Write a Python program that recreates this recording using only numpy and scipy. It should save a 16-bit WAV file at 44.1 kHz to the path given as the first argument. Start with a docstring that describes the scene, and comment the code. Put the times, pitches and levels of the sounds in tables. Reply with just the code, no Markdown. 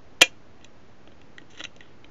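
"""A sharp metallic snap, then light ticks and short scrapes over a low room rumble.
The snap is a camera's leaf shutter on a workbench: the latch lets go, the blades fly open and shut,
and each impact sets the metal and the lens body into damped free vibration. Fingers then shift the
lens, exciting its barrel by contact and by stick-slip friction. A small room adds its reflections,
and a close, narrow-band microphone overloads on the snap."""
import sys
import numpy as np
from scipy import signal
from scipy.fft import rfft, irfft, next_fast_len
from scipy.io import wavfile

SR = 44100
rng = np.random.default_rng(int(sys.argv[2]) if len(sys.argv) > 2 else 0)


def inscribe(sig):
    """Save sig as 16-bit PCM at rate SR to the path in sys.argv[1].

    A 1-D sig is mono; a 2-D sig holds one channel per row.
    Samples are clipped to [-1, 1] before scaling.
    """
    pcm = np.round(np.clip(np.atleast_2d(sig).T, -1, 1) * 32767)
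    wavfile.write(sys.argv[1], SR, pcm.astype(np.int16))


N = 92610

# impacts inside the shutter: t/s, metal level/dB, body level/dB, favoured f/Hz
SHUTTER_IMPACTS = [(0.2105, -13, -17.5, 2900), (0.2131, -19.5, -21.5, 2800), (0.2152, -3.5, -2.5, 5404),
                   (0.2167, 1.5, -7.5, 3157), (0.2192, 2.5, -2, 2700), (.2226, -6, -3, 2550),
                   (0.2274, -13, -17.5, 2700), (0.2367, -19, -22, 1950)]
# modes of the shutter's metal: f/Hz, level/dB, T60/s
METAL_MODES = [(1658, -18.5, 0.036), (1975, -21.5, 0.051), (2417, -17, 0.083), (2719, -12, .028),
               (2908, -9.5, 0.01), (3294, -12, 0.035), (3376, -18, 0.0182), (3840, -17.5, .02),
               (5190, -27.5, 0.02), (5670, -22, .025), (6010, -20, .028), (6720, -20.5, .025)]
# modes of the lens body, its stand and the bench: f/Hz, level/dB, T60/s
BODY_MODES = [(114, -44, 0.38), (308, -22, 0.037), (528, -17, .046), (705.5, -18, 0.051),
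              (1030, -25, 0.037)]
# spectrum of the blades' rattle: f/Hz, level/dB
RATTLE_SPECTRUM = [(40, -28), (150, -24), (300, -12.5), (500, -8.5), (900, -9.5), (1500, -7), (2900, -4),
                   (4100, -4), (4700, -13.5), (5600, -8), (7200, -7.5)]
# finger touches: t/s, chatter T60/s, chatter level/dB relative to the first contact, favoured f/Hz,
# then level/dB at each of the five tick bands
TOUCHES = [(0.6109, .006, -7, 2700, -63, -65, -46, -48, -58),
           (0.6445, .012, 2, 2750, -60, -54, -42.5, -39, -39),
           (1.0735, 0.015, 4, 3400, -42, -42, -56, -48.5, -61),
           (1.1178, 0.021, 3.5, 420, -44, -56, -54, -50, -73),
           (1.2151, 0.024, -8, 2500, -60, -51, -47, -45, -55),
           (1.3816, .009, -5.5, 3100, -43, -38, -28, -36, -42),
           (1.4162, .008, -1, 2990, -41, -67, -54, -56.5, -55),
           (1.6038, 0.013, 5.5, 3400, -42.5, -31.5, -37, -37, -43.5),
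           (1.6114, 0.0064, 11, 3580, -45, -42, -49.5, -38.5, -55),
           (1.6385, 0.034, 7, 3880, -48, -38, -40.5, -32, -34.5),
           (1.6498, 0.02, 2, 2750, -38.5, -40, -29.5, -29.5, -38),
           (1.7633, 0.015, -8, 2850, -39.5, -65, -52, -41, -45),
           (1.8064, 0.0057, -6.5, 1867, -40.5, -50, -30, -36, -50),
           (2.0436, 0.011, 1, 2150, -42, -53, -40, -38.5, -57)]
# tick bands (thud, knock, low ring, middle ring, treble): f/Hz
TOUCH_BANDS_HZ = [500, 1300, 1900, 3200, 6200]
# slides of the barrel in its seat: t/s, T60/s, level/dB, treble gain/dB
SLIDES = [(.622, 0.11, -56.5, -10), (1.5, 0.25, -53.5, 3.5), (1.532, 0.11, -52, -16),
          (1.546, 0.18, -50, -5), (1.574, 0.16, -44, -7), (1.593, 0.13, -39, -5), (1.811, 0.56, -57, -17)]
# modes of the lens barrel: f/Hz, level/dB, T60/s
BARREL_MODES = [(289, -4.5, .03), (575, -3, 0.018), (1413, -2.5, 0.011), (1924, -2, 0.019),
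                (2500, -4.5, 0.011), (2780, -4, 0.016), (3140, -6, 0.016), (3361, -7.5, 0.022),
                (3893, -3.5, 0.0084), (5690, -3.5, 0.0061), (6280, -8.5, 0.021), (6920, -2, 0.0033)]
# spectrum of the room's reflections: f/Hz, level/dB
ECHO_SPECTRUM = [(100, -11), (500, -1), (1200, -1.5), (3000, -1.5), (7000, -1.5)]
# spectral density of the room noise: f/Hz, relative level/dB
NOISE_SPECTRUM = [(20, -7), (35, -8.5), (60, -6), (100, -2), (160, -6), (300, -5), (500, -10),
                  (1000, -15.5), (2000, -21.5), (4000, -28.5), (6500, -33.5), (7500, -40.5)]


def shutter():
    """Impact excitation: each blow rings the metal, rattles the blades and nudges the lens body."""
    out, metal, body = np.zeros(N), ring(METAL_MODES), ring(BODY_MODES)
    for start, metal_db, body_db, hz in SHUTTER_IMPACTS:
        rattle = undb(22) * colour(chatter(t60=0.014), RATTLE_SPECTRUM)
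        snap = favour(metal + rattle, hz, db=5.5, octaves=.35)
        add(out, start, undb(metal_db) * snap + undb(body_db) * body)
    return out


def ticks():
    """Convolution: the force of a touch and its chatter drives the barrel's impulse response."""
    out, response = np.zeros(N), barrel()
    for start, t60, chatter_db, hz, *band_db in TOUCHES:
        force = undb(chatter_db) * chatter(t60)
        force[0] += 1  # first contact
        vibration = signal.fftconvolve(force, response)[:N // 4]
        tick = favour(vibration, hz, db=6.5, octaves=0.2)
        add(out, start, colour(tick, list(zip(TOUCH_BANDS_HZ, band_db))))
    return out


def scrapes(slips_per_s=4000, attack_s=0.0012):
    """Stick-slip friction: the barrel breaks free in jerks, each a dying train of tiny slips."""
    out, response, size = np.zeros(N), barrel(), N // 4
    attack = 1 - np.exp(-np.arange(size) / SR / attack_s)
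    for start, t60, db, treble_db in SLIDES:
        slips = (rng.random(size) < slips_per_s / SR) * rng.standard_normal(size)
        vibration = signal.fftconvolve(slips, response)[:size]
        rasp = colour(vibration, [(500, -11), (1900, -2), (3400, 1), (6000, treble_db)])
        add(out, start, undb(db) * rasp / rasp.std() * attack * fade(t60))
    return out


def barrel():
    """Impulse response of a small radiator: a crack and short-lived modes, weak in the bass."""
    response = ring(BARREL_MODES)
    response[0] += undb(8.5)  # the crack
    return colour(response, [(100, -12), (300, 0)])


def ring(modes):
    """Modal superposition: damped sinusoids after one tap, neighbours in opposite phase."""
    t = np.arange(N // 4) / SR
    return sum((-1) ** k * undb(db) * np.sin(2 * np.pi * hz * t) * fade(t60)
               for k, (hz, db, t60) in enumerate(modes))


def chatter(t60):
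    """Broadband excitation: a dying run of tiny contacts, of even spectrum and unit energy."""
    phase = np.angle(rfft(burst(t60)))
    contacts = irfft(np.exp(1j * phase), N // 4) * fade(10 * t60)
    return contacts / np.linalg.norm(contacts)


def favour(x, hz, db, octaves):
    """Selective excitation: the point of contact lifts the modes within `octaves` either side of hz."""
    return colour(x, [(hz / 2 ** octaves, 0), (hz, db), (hz * 2 ** octaves, 0)])


def room(direct, build_s=.008):
    """Reverberation: quick reflections from the bench and a faint tail from the walls."""
    build = 1 - np.exp(-(np.arange(N // 4) / SR / build_s) ** 2)
    early = undb(-11.5) * burst(t60=.115)
    late = undb(-35) * burst(t60=.25)
    echo = colour(build * (early + late), ECHO_SPECTRUM)
    return direct + signal.fftconvolve(direct, echo)[:N]


def room_noise(rms_db=-53):
    """Stationary noise: the workshop's low rumble and faint hiss."""
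    noise = colour(rng.standard_normal(N), NOISE_SPECTRUM)
    return noise / noise.std() * undb(rms_db)


def colour(x, points):
    """Minimum-phase filtering: a causal response through (f/Hz, level/dB) points."""
    hz, db = np.array(points).T
    size = 2 * next_fast_len(len(x))
    f = np.maximum(np.fft.rfftfreq(size, 1 / SR), 1)
    gain = undb(np.interp(np.log(f), np.log(hz), db))
    cepstrum = irfft(np.log(gain))
    cepstrum[1:size // 2] *= 2  # fold onto positive time
    cepstrum[size // 2 + 1:] = 0
    return irfft(rfft(x, size) * np.exp(rfft(cepstrum)))[:len(x)]


def burst(t60):
    """Damped white noise of unit energy."""
    noise = rng.standard_normal(N // 4) * fade(t60)
    return noise / np.linalg.norm(noise)


def fade(t60):
    """Exponential damping: 60 dB in t60 seconds."""
    return np.exp(-np.log(1000) * np.arange(N // 4) / SR / max(t60, 1e-4))


def undb(db):
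    """Amplitude ratio of a level in decibels."""
    return 10 ** (np.asarray(db) / 20)


def add(out, start, x):
    """Superposition: x joins the mix at `start` seconds."""
    i = int(start * SR)
    out[i:i + len(x)] += x[:N - i]


def scene():
    """Linear superposition: shutter and handling sound in one room, over its steady noise."""
    return (room(shutter() + ticks() + scrapes()) + room_noise())[None]


def record(dry, mic_top_hz=7222, overload=.78, top_hz=16000, dc_offset=.0061):
    """Band limiting and saturation: a narrow-band microphone, soft clipping, a top cut and an offset."""
    mic = signal.sosfilt(signal.ellip(8, .3, 70, mic_top_hz, fs=SR, output="sos"), dry)
    clipped = mic / (1 + (mic / overload) ** 8) ** (1 / 8)
    top_cut = signal.ellip(8, .1, 60, top_hz, fs=SR, output="sos")
    return signal.sosfiltfilt(top_cut, clipped) + dc_offset


dry = scene()
out = record(dry)
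inscribe(out)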